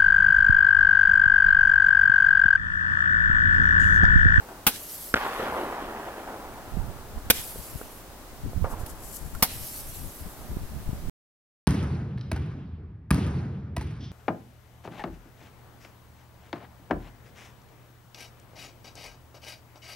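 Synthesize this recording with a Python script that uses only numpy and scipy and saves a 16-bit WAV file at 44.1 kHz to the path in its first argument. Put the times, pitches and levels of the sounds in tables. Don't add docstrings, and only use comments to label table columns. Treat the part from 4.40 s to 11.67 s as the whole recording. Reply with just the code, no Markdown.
import sys
import numpy as np
from scipy import signal
from scipy.fft import rfft, irfft
from scipy.io import wavfile

SR = 44100
rng = np.random.default_rng(int(sys.argv[2]) if len(sys.argv) > 2 else 0)


def digitize_waveform(pressure):
    field = np.atleast_2d(pressure).T
    bounded = np.clip(field, -1, 1)
    quanta = np.round(bounded * 32767).astype(np.int16)
    wavfile.write(sys.argv[1], SR, quanta)


N = 320607
T = np.arange(N) / SR
HZ = np.fft.rfftfreq(N, 1 / SR)
EDGE_HZ = 15900
NEAR_LAG_S, FAR_LAG_S = -0.00008, 0.000105


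def gain_of(db):
    return 10 ** (np.asarray(db) / 20)


def evened(x):
    return x / np.sqrt(np.mean(x ** 2) + 1e-20)


def read(points, hz=HZ):
    f, value = np.transpose(points)
    return np.interp(np.log(hz + 1), np.log(f + 1), value)


def level(s, db, fade_s):
    ends = np.interp(T, [s[0] - fade_s, s[0], s[-1], s[-1] + fade_s], [0, 1, 1, 0])
    return gain_of(np.interp(T, s, db)) * ends


def panned(left_minus_right_db):
    pair = gain_of(np.array([[.5], [-.5]]) * left_minus_right_db)
    return pair / np.sqrt(np.mean(pair ** 2, axis=0))


def lift(hz, centre_hz, width_hz, db):
    return db / (1 + (2 * (hz - centre_hz) / width_hz) ** 2)


def noise(colour_db, same, drive=1):
    a, b = rfft(drive * rng.standard_normal((2, N)))
    same = np.clip(same, -1, 1)
    mid = a * np.sqrt(1 + same)
    side = b * np.sqrt(1 - same)
    spectra = np.array([mid + side, mid - side])
    return evened(irfft(spectra * gain_of(colour_db) * (HZ < EDGE_HZ), N))


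def flutter(rate_hz, depth_db):
    slow = irfft(rfft(rng.standard_normal(N)) / (1 + (HZ / rate_hz) ** 4), N)
    return gain_of(depth_db * evened(slow))


def gate(start_s, end_s, edge_s):
    return np.clip((T - start_s) / edge_s, 0, 1) * np.exp(-np.maximum(T - end_s, 0) / edge_s)


def swell(s, width_s):
    return np.exp(-.5 * ((T - s) / width_s) ** 2)


def push(s, width_s):
    u = np.clip((T - s) / width_s, 0, 50)
    return 2 * u * (2 - u) * np.exp(-u)


def lagged(pair, lag_s):
    turn = np.array([[-1j], [1j]]) * np.pi * HZ * lag_s
    return irfft(rfft(pair) * np.exp(turn), N)


def patchy(pair, width_hz, length_s, depth_db, size=512):
    hz, t, z = signal.stft(pair, SR, nperseg=size)
    across = np.fft.fftfreq(len(hz), hz[1])[:, None] * width_hz
    along = np.fft.rfftfreq(len(t), t[1]) * length_s
    blur = np.exp(-(2 * np.hypot(across, along)) ** 2)
    shape = z.shape[1:]
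    field = np.fft.irfft2(np.fft.rfft2(rng.standard_normal(shape)) * blur, shape)
    gain = evened(gain_of(depth_db * np.clip(evened(field), -2, 2)))
    return signal.istft(z * gain, SR, nperseg=size)[1][:, :N]


# hz, relative_db
NIGHT_COLOUR = [(15, -29.5), (25, 2.5), (49, -4), (70, -8), (211, -13), (235, -10), (261, -9.5), (371, -10),
                (500, -14), (587, -11), (1590, -19), (2030, -21), (2330, -23), (15800, -26.5)]
# hz, likeness_0_1
DIFFUSE_SAME = [(60, 0.9), (290, .93), (640, 0.7), (1400, .45), (3000, 0), (7000, 0), (15000, 0.9)]


def night(level_db=-46.5, treble_db=-2.0, pan_db=0.8):
    colour_db = read(NIGHT_COLOUR) + treble_db * HZ / (HZ + 2000)
    return gain_of(level_db) * noise(colour_db, read(DIFFUSE_SAME)) * panned(pan_db)


# hz, relative_db
WIND_COLOUR_DB = [(12, -1), (28, 3), (70, -0.5), (120, -6), (220, -13.5), (400, -28.5), (1000, -59.5),
                  (4000, -92)]
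# time_s, relative_db
BREEZE_LEVELS = [(1.95, -59), (2.3, -47.5), (3.449, -51), (3.8, -57), (4.2, -45.5), (5.9, -50.5),
                 (6.4, -43), (6.7, -44)]
# centre_s, relative_db, width_s, left_minus_right_db
GUST_SWELLS = [(2.13, -51, 0.04, 12), (2.359, -31.5, 0.026, -17), (2.435, -32.5, 0.025, -14),
               (2.52, -37, 0.039, -12), (2.78, -38, 0.032, -1), (2.86, -41, .025, -5),
               (2.99, -37, 0.013, 0), (3.195, -36.5, 0.012, 3), (3.35, -45, 0.025, 8),
               (4.07, -33, 0.037, 0.5), (4.172, -30.5, 0.023, -17), (4.235, -28, 0.028, -17),
               (4.335, -36.5, 0.021, -13), (4.42, -35.5, 0.032, -23), (4.86, -37.5, 0.03, 18),
               (4.96, -38.5, 0.028, 18), (5.18, -40, 0.054, 19), (5.49, -40, 0.036, -0.5),
               (5.62, -38, 0.045, 16), (5.825, -34.5, 0.014, -3), (5.87, -36, 0.012, 9),
               (6.05, -39.5, 0.027, -9.5), (6.18, -34.5, 0.064, 7), (6.365, -34.5, 0.027, -14),
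               (6.5, -33.5, 0.035, 6), (6.6, -34.5, 0.034, -17), (6.675, -28.5, 0.025, -12.5)]
# centre_s, relative_db, width_s, left_minus_right_db
EDDIES = [(2.344, -24, 0.0047, -22), (2.372, -17, 0.0017, -24), (3.359, -20, 0.0025, 28),
          (4.164, -17, 0.0026, -20), (4.242, -17, 0.0045, -21), (4.342, -19.5, 0.0027, -18),
          (4.436, -17.5, 0.0044, -14), (6.117, -21.5, 0.0017, -14.5), (6.17, -14.5, 0.0016, -24),
          (6.493, -16.5, 0.0019, 21), (6.532, -15.5, 0.002, 23.5), (6.686, -23, 0.0017, -8)]


def wind(trim_db=1.0, lumpy_db=3.0, same=0.45):
    power = level(*np.transpose(BREEZE_LEVELS), 0.38) ** 2
    for s, db, width_s, side_db in GUST_SWELLS:
        power = power + (gain_of(db) * swell(s, width_s) * panned(side_db)) ** 2
    lumps = np.array([flutter(25, lumpy_db), flutter(21, lumpy_db)])
    gusts = gain_of(trim_db) * np.sqrt(power) * noise(read(WIND_COLOUR_DB), same) * lumps
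    for s, db, width_s, side_db in EDDIES:
        u = (T - s) / width_s
        thump = (1 - u ** 2) / (1 + u ** 2) ** 2
        gusts += gain_of(db) * panned(side_db) * thump / np.sqrt(2)
    return gusts


# start_s, relative_db, rise_s, linger_s, bright_share_0_1
ROLL_SWELLS = [(-.1, -44.5, 0.0496, .5, .15), (.085, -40.5, .005, 0.069, 0.1), (0.751, -30, 0.0073, 1.1, 1),
               (.972, -33, 0.04, 0.74, 0.42), (1.085, -31.5, 0.06, 0.46, 0), (1.86, -41.5, 0.03, 0.3, 0),
               (4.241, -30, 0.0024, 0.044, 0), (4.28, -41, 0.04, 0.35, 0), (5.801, -53.5, 0.071, 1.6, 0.1)]
# hz, relative_db
ROLL_COLOUR_DB = [(40, -23), (70, -11), (130, -21.5), (230, -5.5), (400, -2.5), (560, -3), (850, 0.5),
                  (1500, -5), (2200, -14), (3100, -19.5), (4000, -28), (7000, -43), (15000, -74)]
# hz, likeness_0_1
FAR_LIKENESS = [(100, .93), (500, 0.99), (1000, 1), (2000, .55), (4000, .3), (15000, .3)]


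def rolls(trim_db=.5, air_db_per_octave=6.5, dull_hz=1400, bright_decay_s=0.8, spread_power=2.316):
    tilt_db = air_db_per_octave * np.log2(1 + HZ / dull_hz)
    echoes_per_s, wash = 3200, .2
    echoes = wash + (rng.random(N) < echoes_per_s / SR)
    bright = noise(read(ROLL_COLOUR_DB) + tilt_db, read(FAR_LIKENESS), echoes)
    dull = noise(read(ROLL_COLOUR_DB) - tilt_db, read(FAR_LIKENESS), echoes)
    near_power = far_power = 0
    for s, db, rise_s, linger_s, near in ROLL_SWELLS:
        age = np.maximum(T - s - rise_s, 0)
        rise = np.clip((T - s) / rise_s, 0, 1)
        power = (gain_of(db) * rise / (1 + age / linger_s) ** spread_power) ** 2
        share = np.clip(near, 0, 1) * np.exp(-age / bright_decay_s)
        near_power += share * power
        far_power += (1 - share) * power
    mix = np.sqrt(near_power) * bright + np.sqrt(far_power) * dull
    out = patchy(mix, width_hz=300, length_s=.03, depth_db=1.5)
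    return lagged(gain_of(trim_db) * out * flutter(130, -0.04) * flutter(16, 0.82), FAR_LAG_S)


# delay_s, relative_db
WALL_ECHOES = [(0.017, -10), (0.024, -7), (0.023, -22), (.0326, -8.5), (0.0417, -19)]


def walls(smear_s=0.0025, size=4096):
    t = np.arange(size) / SR
    smears = sum(gain_of(db) * (t >= delay_s) * np.exp(-abs(t - delay_s) / smear_s)
                 for delay_s, db in WALL_ECHOES)
    return smears * rng.standard_normal(size) * np.sqrt(2 / (smear_s * SR))


# front_s, front_db (before flattening),
# dulling_corner_hz, boom_hz, crack_hz, crack_lift_db, wall_echoes_db
FAR_BANGS = [(0.088, -32, 1300, 800, 1330, 15, 1), (0.7411, 7.5, 3000, 275, 1454, 18, -11.5),
             (0.864, -19, 2000, 480, 1400, 18, -4), (0.9976, -20, 617, 435, 894, 14, 2.5),
             (1.059, -22, 1300, 447, 1300, 11, -4), (1.124, -20, 1200, 597, 1000, 24, -8),
             (1.169, -24, 1100, 480, 910, 17, -4), (1.33, -26, 900, 600, 855, 15, -7),
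             (3.158, -28.5, 556, 392, 1420, 32, -17.5), (3.414, -24.5, 760, 408.3, 1430, 30.5, -12),
             (4.0617, -26.5, 380, 290, 1280, -2, -12), (4.1326, -28, 736, 635, 1300, 20, -12),
             (4.2443, -19.5, 1110, 514, 816, 18, -3)]
# hz, relative_db
REPORT_COLOUR = [(35, 2), (95, 14), (160, 7.5), (320, 8.5), (540, 10.5), (1020, -3), (3100, 9), (15500, 12)]


def bangs(boom_width_hz=230, boom_db=6, crack_width_hz=720, steep=3.54, ground_s=0.0043, ground_db=-12,
          size=4096):
    hz = abs(np.fft.fftfreq(size, 1 / SR))
    out = np.zeros(N)
    for s, db, corner_hz, boom_hz, crack_hz, crack_db, walls_db in FAR_BANGS:
        rings_db = lift(hz, boom_hz, boom_width_hz, boom_db) + lift(hz, crack_hz, crack_width_hz, crack_db)
        dulling = np.sqrt(1 + (hz / corner_hz) ** (steep * 2))
        colour = gain_of(read(REPORT_COLOUR, hz) + rings_db) / dulling
        report = np.fft.ifft(np.exp(signal.hilbert(np.log(colour + 1e-4)).conj())).real
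        paths = gain_of(walls_db) * walls()
        paths[0] += 1
        paths[round(ground_s * SR)] += gain_of(ground_db)
        at = round(s * SR)
        out[at:at + size] -= gain_of(db) * signal.fftconvolve(report / abs(report).max(), paths)[:size]
    crest = .5
    return lagged(np.clip(out, -crest, crest), FAR_LAG_S)


# centre_s, relative_db, width_s
FUSE_FLARES = [(4.317, -47.5, 0.014), (4.41, -51, 0.018), (4.5, -44.5, 0.014), (4.65, -51, 0.058),
               (4.757, -41.5, 0.021)]
# hz, relative_db
FUSE_COLOUR_DB = [(1760, -46), (3000, -12), (3620, -24), (4100, -9), (6490, -4), (7460, 2), (8870, -1.5),
                  (12000, 3.5), (13600, -0.5), (15800, -12.5)]
# start_s, level_db, decay_s, left_minus_right_db, ring_hz, ring_lift_db
FUSE_SPITS = [(4.462, -35, .007, -2, 2900, 3), (4.9498, -30.5, .0045, -5, 1430, 32)]


def fuse(trim_db=1, pan_db=5, same=0.33, sputter_db=1.5, ring_width_hz=450):
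    burn = gain_of(-53.5) * gate(4.62, 5.01, .01)
    burn = burn + sum(gain_of(db) * swell(s, width_s) for s, db, width_s in FUSE_FLARES)
    hiss = noise(read(FUSE_COLOUR_DB), same) * flutter(91, sputter_db)
    out = gain_of(trim_db) * burn * hiss * panned(pan_db)
    for s, db, decay_s, side_db, ring_hz, ring_db in FUSE_SPITS:
        puff = np.clip((T - s) / 0.00032, 0, 1) * np.exp(-np.maximum(T - s, 0) / decay_s)
        colour_db = read(BLAST_COLOUR) + lift(HZ, ring_hz, ring_width_hz, ring_db)
        out += gain_of(db) * puff * panned(side_db) * noise(colour_db, same)
    return out


# hz, relative_db
YARD_COLOUR = [(100, -0.5), (230, 1), (400, -8), (1000, -15), (1500, -6), (3000, 0), (5000, -2), (9000, -4),
               (16000, -18)]


def yard(rise_s=0.0082, hold_s=0.097, fall_s=0.024, waver_db=1.0):
    spread = 0
    for s, *_, echo_db, _ in CANDLE_SHOTS:
        rise = np.clip((T - s) / rise_s, 0, 1)
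        spread += gain_of(echo_db) * rise * np.exp(-np.maximum(T - s - hold_s, 0) / fall_s)
    scatter = patchy(noise(read(YARD_COLOUR), read(DIFFUSE_SAME)), width_hz=350, length_s=.05, depth_db=2.6)
    return spread * scatter * flutter(200, waver_db)


# lit_s, full_burn_s, fizz_relative_db, fade_db_per_s, first_drop_s,
# level_after_drop_db (relative to the undropped fizz), fizz_end_s, rush_relative_db
BURNING_STARS = [(0.31, 0.55, -40, 11, 0.705, -8.5, 1.31, -51.5),
                 (2.925, 2.935, -35, 28, 2.85, -2, 3.6, -45), (5.05, 5.27, -40.5, 21, 7.8, 1, 5.95, -45)]
# hz, relative_db
FIZZ_COLOUR = [(1500, -27.5), (5000, -13.5), (7000, -13), (8000, -10.5), (9200, -11.5), (11000, -6),
               (12000, -4.5), (14000, -9), (16000, -19)]
# hz, relative_db
RUSH_COLOUR = [(500, -25.5), (1500, -4), (3000, 2), (6000, -18.5), (8000, -2.5), (12000, -4.5),
               (16000, -25.5)]


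def stars(fizz_trim_db=1.2, rush_trim_db=-2, same=0.5, sputter_db=0.84, waver_db=1.0):
    kindle_db_per_s, edge_s = 26, .04
    rush_fade_db_per_s = 22
    fizz = rush = 0
    for lit_s, full_s, db, fade_db_per_s, first_drop_s, after_db, fizz_end_s, rush_db in BURNING_STARS:
        burn_db = db - kindle_db_per_s * np.maximum(full_s - T, 0) - fade_db_per_s * np.maximum(T - full_s, 0)
        undropped = gate(lit_s, first_drop_s, edge_s)
        lasting = gate(lit_s, fizz_end_s, edge_s)
        fizz += gain_of(burn_db) * np.maximum(undropped, gain_of(after_db) * lasting)
        rush += gain_of(rush_db - rush_fade_db_per_s * np.maximum(T - lit_s, 0)) * lasting
    out = gain_of(fizz_trim_db) * fizz * noise(read(FIZZ_COLOUR), same)
    out = out + gain_of(rush_trim_db) * rush * noise(read(RUSH_COLOUR), read(DIFFUSE_SAME))
    out = patchy(out, width_hz=400, length_s=.04, depth_db=1.8)
    return out * flutter(330, sputter_db) * flutter(22, waver_db)


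# start_s, blast_relative_db, full_flow_s, fall_s, push_relative_db, yard_echo_db, venting_db
CANDLE_SHOTS = [(0.2658, -15.5, .0085, .0125, -18.5, -40, -41), (2.9002, -11, .008, .004, -11.5, -37, -34),
                (5.0238, -15, .0045, .012, -15.5, -42, -44)]
# centre_hz, width_hz, lift_db
TUBE_RINGS = [
    [(810, 110, 13), (1398, 450, 8.5), (2600, 640, 7.5), (3450, 500, 4), (5295, 1100, 0)],
    [(470, 120, 11), (1534, 170, 12), (2440, 240, 12.5), (3447, 700, 8.5), (6100, 700, 3.5)],
    [(750, 110, 7), (925, 120, 10), (1250, 220, 6.5), (2100, 260, 7.5), (5400, 2710, 3.5)],
]
# hz, relative_db
BLAST_COLOUR = [(40, -8), (220, 1), (400, -6), (1200, -5.5), (1900, -6), (4200, -3.5), (7000, -6),
                (9500, -1), (12000, 3), (14000, 0), (16000, -3)]


def shots(blast_trim_db=2.0, push_s=0.0012, least_same=0.64, vent_s=0.069):
    rise_s, rough_db = .0021, 2
    crack_s, crack = .00015, 1.1
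    same = np.maximum(read(DIFFUSE_SAME), least_same)
    out = np.zeros((2, N))
    for (s, db, hold_s, fall_s, push_db, _, vent_db), rings in zip(CANDLE_SHOTS, TUBE_RINGS):
        colour_db = read(BLAST_COLOUR) + sum(lift(HZ, *ring) for ring in rings)
        age = np.maximum(T - s - hold_s, 0)
        blast = gain_of(blast_trim_db + db) * np.exp(-age / fall_s)
        venting = gain_of(vent_db) * np.exp(-age / vent_s)
        gas = noise(colour_db, same) * flutter(1200, rough_db)
        out += np.clip((T - s) / rise_s, 0, 1) * np.hypot(blast, venting) * gas
        mid_rise_s = s + rise_s / 2
        out -= gain_of(push_db) * push(mid_rise_s, push_s) + crack * gain_of(db) * push(mid_rise_s, crack_s)
    ground_s, ground_share, ground_soft_hz = 0.0041, 0.57, 499
    ground = ground_share * np.exp(-2j * np.pi * HZ * ground_s) / (1 + (HZ / ground_soft_hz) ** 2)
    return lagged(irfft(rfft(out) * (1 + ground), N), NEAR_LAG_S)


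def scene():
    return night() + wind() + rolls() + bangs() + fuse() + yard() + stars() + shots()


def record(dry):
    ceiling, off_s = .74, 6.697
    sound = dry / (1 + (dry / ceiling) ** 4) ** (1 / 4) * (T < off_s)
    low_pass = signal.firwin(511, EDGE_HZ, window=("kaiser", 9), fs=SR)
    return signal.oaconvolve(sound, low_pass[None], "same", axes=1)


dry = scene()
out = record(dry)
digitize_waveform(out)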